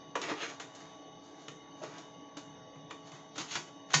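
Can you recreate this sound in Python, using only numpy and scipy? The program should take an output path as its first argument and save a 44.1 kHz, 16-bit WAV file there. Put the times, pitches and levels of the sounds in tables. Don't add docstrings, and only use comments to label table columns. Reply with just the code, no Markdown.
import sys
import numpy as np
from scipy import signal
from scipy.fft import rfft, irfft, next_fast_len
from scipy.io import wavfile
from scipy.ndimage import uniform_filter1d, map_coordinates

SR = 44100
rng = np.random.default_rng(int(sys.argv[2]) if len(sys.argv) > 2 else 0)


def output_pcm(signal):
    pcm = np.clip(np.atleast_2d(signal).T, -1, 1) * 32767
    wavfile.write(sys.argv[1], SR, np.round(pcm).astype(np.int16))


N = 176400

# frequency in Hz, relative level per Hz in dB.
FAN_AIR_COLOUR = [(25, -26), (60, -18), (100, -5), (160, 6.5), (230, -3.5), (310, 6.5), (360, -3.5),
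                  (750, -1.5), (1000, -4), (1300, -15.5), (1800, -11.5), (2400, -21), (2750, -27.5),
                  (3100, -18.5), (3600, -12), (4150, -27.5), (5400, -36), (6300, -21), (6800, -38),
                  (8000, -49)]
# frequency in Hz,
# distance from the centre to 12 dB down in Hz, relative level in dB.
FAN_HISS_RINGS = [(1965, 34, -5), (2110, 63, -2.5), (2555, 56, -8), (2872, 25.5, 0.5), (2990, 52, 4.5),
                  (3425, 70, -18.5), (3725, 106, -5.5), (4430, 39, -7), (4670, 50, -6.5), (4870, 50, -18.5),
                  (5200, 45, -10.5), (5560, 63, -10.5), (5600, 50, -9.5), (6146, 220, -4),
                  (6400, 90, -10.5)]
# frequency in Hz, rms level before wavering in dB.
FAN_MOTOR_TONES = [(282.4, -62), (435, -66.5), (644, -67), (762, -72), (805, -74.5), (846, -67.5),
                   (967, -82), (1129, -64), (2901, -76), (3730, -70.5), (6062, -74.5)]
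FAN_AIR_DB, FAN_RINGS_DB = -58, -67
PATCH_DB = 2.5
WAVER_HZ, WAVER_DB = 2.59, 1.5

# frequency in Hz, t60 in seconds.
ROOM_DECAY = [(150, 0.5), (500, 0.29), (1500, 0.24), (4000, 0.22), (8000, 0.35)]
ROOM_DB = -2
# frequency in Hz, gain in dB.
MIC_RESPONSE = [(20, 1), (7200, 1.5), (7800, -3), (8300, -16.5), (8700, -34)]
TOP_HZ = 8635

# start in seconds, level in dB.
DESK_THUMPS = [(0.223, -55.5), (1.482, -49), (2.37, -64), (2.755, -50), (3.135, -53.5), (3.381, -53),
               (3.555, -44.5), (3.948, -27.5)]
# frequency in Hz, level in dB, t60 in seconds.
DESK_MODES = [(122.7, -3, 0.1), (151, 0.5, 0.27), (279.5, -16.5, 0.22)]

# start in seconds, pitch in Hz, level in dB.
HOLLOW_KNOCKS = [(.265, 301, -42.5), (.314, 303, -33.5), (0.321, 448, -37.5), (1.816, 615, -40.5),
                 (1.835, 616, -40), (2.369, 295, -40.5), (2.91, 299, -49), (3.382, 300.5, -39)]
KNOCK_T60_S, KNOCK_ATTACK_S = 0.16, 0.0014

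# peak in seconds, rise from and fall to 20 dB down in seconds,
# relative level in dB, hollow body in dB, bright edge in dB, strength of the gliding resonance in dB.
SLIDE_STROKES = [(0.239, 0.034, 0.031, -42, 4.5, -3, 6), (.305, 0.075, 0.039, -41.5, 6.5, -3, 3.5),
                 (.435, 0.086, 0.052, -37.5, -2.5, -5.5, 3.5), (.495, 0.021, 0.071, -51, 5, 2, 3),
                 (0.801, 0.24, 0.25, -60.5, 4.5, -1.5, -1.5), (1.245, 0.036, 0.2, -76, 20, 12.5, -13),
                 (1.421, 0.094, 0.069, -65.5, 4, 6, -1), (1.834, 0.029, 0.08, -53.5, 7, -0.5, 3),
                 (1.969, 0.3, 0.15, -59, 8.5, 0, 1.5), (3.074, 0.039, 0.054, -62.5, 7, 7, -1),
                 (3.147, 0.04, 0.11, -60, 4.5, 2, 0), (3.415, 0.056, 0.032, -44.5, -5, 3.5, 3.5),
                 (3.535, 0.066, 0.053, -43, -8, 3, 3.5), (3.68, .03, 0.049, -59.5, -4, 0, -3),
                 (3.925, 0.034, 0.031, -47.5, 2.5, -1.5, -1)]
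# frequency in Hz, relative level per Hz in dB.
SLIDING_COLOUR = [(40, -51), (130, -21.5), (220, -4.5), (320, 6.5), (560, 4), (1400, 5), (2400, 1.5),
                  (3600, 2), (5000, -2.5), (5900, -4), (6500, 2.5), (7200, -8.5), (8000, -17)]
GRAINS_PER_S, GRAIN_SPREAD_DB = 3000, 2
SCUFF_SHARE = 0.77
SLIP_UNEVEN_DB = 2.16
GLIDE_HZ, GLIDE_OCT_PER_S, GLIDE_WIDTH_OCT = 2260, 8.8, 0.48

# start in seconds, relative level in dB, hollow body in dB,
# bright edge in dB, rattle t60 in seconds.
DISK_CLACKS = [(0.1524, -33.5, 10.5, -5.5, 0.092), (0.2142, -39.5, 9.5, 6, 0.056),
               (0.292, -42, 2, -3.5, 0.081), (0.3141, -32, 3, -19, 0.052), (.597, -41.5, 2, -2, 0.13),
               (0.7487, -54.5, 2, 7.5, 0.083), (.8022, -60, -9, 6, 0.055), (1.4807, -38.5, -1, -3.5, .045),
               (1.8348, -51.5, 17, 6, 0.055), (1.9805, -50.5, -17, 6.5, 0.048), (2.3678, -49, 8, 6, 0.1),
               (2.756, -59, 16, -5, 0.042), (2.9, -53, -2, -2, 0.06), (2.907, -34, -5, -9, 0.041),
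               (3.116, -54.5, 12, 5.5, 0.068), (3.3554, -51, 5, 3.5, 0.16), (3.3784, -38, 1, 2, 0.1),
               (3.403, -46.5, 12, -5, .06), (3.5085, -40, -7, 2.5, 0.049), (3.5526, -28, -4, -2.5, 0.075),
               (3.57, -43.5, 12, -8, 0.038), (3.9022, -41.5, -4, -4.5, 0.064), (3.9322, -34, -6, 6, 0.15),
               (3.9382, -17.5, -3, 1.5, 0.058), (3.947, -25, -6, 12, 0.025)]
# frequency in Hz, relative level per Hz in dB.
CONTACT_COLOUR = [(40, -37.5), (110, -20), (200, -12), (310, 3), (600, 1), (1200, 2), (1900, 1.4),
                  (2600, -1), (3400, 1), (5000, -7), (6700, -1), (8000, -16.5)]
# frequency in Hz, level in dB, t60 in seconds.
SHELL_MODES = [(405, -6.5, 0.21), (529, -4, 0.077), (836, -12, 0.14), (1166, 2, 0.09), (1857, -19, 0.14),
               (2964, 3, 0.054), (3646, -4.5, 0.14), (6600, -11.5, 0.22)]
# frequency in Hz, level in dB, t60 in seconds.
FRAME_MODES = [(1104, -5, .15), (1520, -3, 0.1), (2050, 0, 0.048), (3400, -6, 0.018), (4370, -10.5, .14),
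               (4570, 5.5, .08), (5520, -9, 0.099), (5800, -11, 0.14), (6374, -12, 0.16), (6939, -24, .14)]
INSERT_S = 3.3
SHELL_DB, FRAME_DB, ATTACK_S = -13, -21, 0.0021
CLACK_TRIM_DB = 1.5
BODY_HZ, EDGE_HZ = 1410, 3200


def amp(db):
    return 10 ** (np.asarray(db) / 20)


def unit(x):
    return x / np.sqrt(np.mean(x ** 2) + 1e-20)


def along(points, hz):
    f, v = np.transpose(points)
    return np.interp(np.log(hz + 1), np.log(f + 1), v)


def wobble(rate):
    knots = rng.standard_normal(int(N * rate / SR) + 4)
    return map_coordinates(knots, [np.arange(N) * rate / SR])


def coloured(x, gain):
    m = next_fast_len(len(x) + 4096)
    return irfft(rfft(x, m) * gain(np.fft.rfftfreq(m, 1 / SR)), m)[:len(x)]


def add(track, s, sound):
    part = track[round(s * SR):]
    part[:len(sound)] += sound[:len(part)]


def patchy(x, depth_db):
    z = signal.stft(x, nperseg=1024)[2]
    across_bands = uniform_filter1d(rng.standard_normal(z.shape), size=4, axis=0)
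    field = uniform_filter1d(across_bands, size=12, axis=1)
    return signal.istft(z * amp(depth_db * unit(field)), nperseg=1024)[1][:len(x)]


def ring(modes, t):
    hz, db, t60 = np.transpose(modes)[:, :, None]
    level_db = db + rng.normal(0, 1.5, hz.shape)
    cycles = hz * t + rng.random(hz.shape)
    return amp(level_db - 60 * t / t60) * np.sin(2 * np.pi * cycles)


def tone(hz, body_db, edge_db):
    body = body_db / (1 + (hz / BODY_HZ) ** 4)
    edge = edge_db * (1 - 1 / (1 + (hz / EDGE_HZ) ** 6))
    return amp(body + edge)


def plastic(x, colour, body_db, edge_db):
    def gain(hz):
        return unit(amp(along(colour, hz)) * (hz < TOP_HZ)) * tone(hz, body_db, edge_db)
    return coloured(x, gain)


def hiss_peaks(f):
    return sum(amp(db) / (1 + ((f - hz) / width) ** 2) ** 2 for hz, width, db in FAN_HISS_RINGS)


def fan():
    air = coloured(rng.standard_normal(N), lambda hz: amp(along(FAN_AIR_COLOUR, hz)))
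    hiss = coloured(rng.standard_normal(N), hiss_peaks)
    out = patchy(amp(FAN_AIR_DB) * unit(air) + amp(FAN_RINGS_DB) * unit(hiss), PATCH_DB)
    for hz, db in FAN_MOTOR_TONES:
        phase = 2 * np.pi * np.cumsum(hz + WAVER_HZ * wobble(14)) / SR
        level = np.sqrt(2) * amp(db + WAVER_DB * wobble(9.8))
        out += level * np.sin(phase)
    return out


def room(x):
    hz, t, z = signal.stft(rng.standard_normal(SR // 2), SR, nperseg=256)
    decay = amp(-60 * t / along(ROOM_DECAY, hz)[:, None])
    tail = signal.istft(z * decay, SR, nperseg=256)[1]
    tail = tail * (1 - np.exp(-np.arange(len(tail)) / SR / 0.0063))
    return signal.fftconvolve(x, tail / np.linalg.norm(tail))[:N]


def thumps():
    out, t = np.zeros(N), np.arange(SR // 2) / SR
    for s, db in DESK_THUMPS:
        boom = ring(DESK_MODES, t).sum(0)
        add(out, s, amp(db) * boom * (1 - np.exp(-t / 0.0058)))
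    return out


def knocks():
    out, t = np.zeros(N), np.arange(SR // 3) / SR
    for s, hz, db in HOLLOW_KNOCKS:
        attack = 1 - np.exp(-t / KNOCK_ATTACK_S)
        add(out, s, amp(db - 60 * t / KNOCK_T60_S) * np.sin(2 * np.pi * hz * t) * attack)
    return out


def gliding(x, start_s, boost_db):
    hz, t, z = signal.stft(x, SR, nperseg=256)
    octaves = np.log2((hz[:, None] + 1) / GLIDE_HZ) + GLIDE_OCT_PER_S * (t + start_s)
    gain = amp(boost_db * np.exp(-(octaves / GLIDE_WIDTH_OCT) ** 2))
    return signal.istft(z * gain, SR, nperseg=256)[1][:len(x)]


def slides():
    out = np.zeros(N)
    t = np.arange(-SR // 5, SR // 2) / SR
    for s, rise, fall, db, body_db, edge_db, glide_db in SLIDE_STROKES:
        slips = (rng.random(len(t)) < GRAINS_PER_S / SR) * rng.standard_normal(len(t))
        slips = slips * amp(GRAIN_SPREAD_DB * rng.standard_normal(len(t)))
        friction = unit(unit(slips) + SCUFF_SHARE * rng.standard_normal(len(t)))
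        scuff = plastic(gliding(friction, t[0], glide_db), SLIDING_COLOUR, body_db, edge_db)
        swell = amp(db - 20 * np.maximum(-t / rise, t / fall) ** 1.24)
        add(out, s + t[0], scuff * swell)
    return patchy(out, SLIP_UNEVEN_DB)


def clacks():
    out, t = np.zeros(N), np.arange(SR // 3) / SR
    attack = 1 - np.exp(-(t / ATTACK_S) ** 2)
    for s, db, body_db, edge_db, t60 in DISK_CLACKS:
        modes, ring_db = (SHELL_MODES, SHELL_DB) if s < INSERT_S else (FRAME_MODES, FRAME_DB)
        burst = rng.standard_normal(len(t)) * attack * amp(-60 * t / t60)
        rattle = plastic(burst, CONTACT_COLOUR, body_db, edge_db)
        rung = tone(np.array(modes)[:, 0], body_db, edge_db) @ ring(modes, t) * attack
        add(out, s, amp(db + CLACK_TRIM_DB) * (rattle + amp(ring_db) * rung))
    return out


def scene():
    hits, scuffs = clacks(), slides()
    answer = amp(ROOM_DB) * (room(hits) + room(scuffs))
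    return (fan() + answer + thumps() + knocks() + scuffs + hits)[None]


def record(dry):
    def gain(hz):
        return amp(along(MIC_RESPONSE, hz)) * (hz < TOP_HZ)
    return np.array([coloured(c, gain) for c in dry])


dry = scene()
out = record(dry)
output_pcm(out)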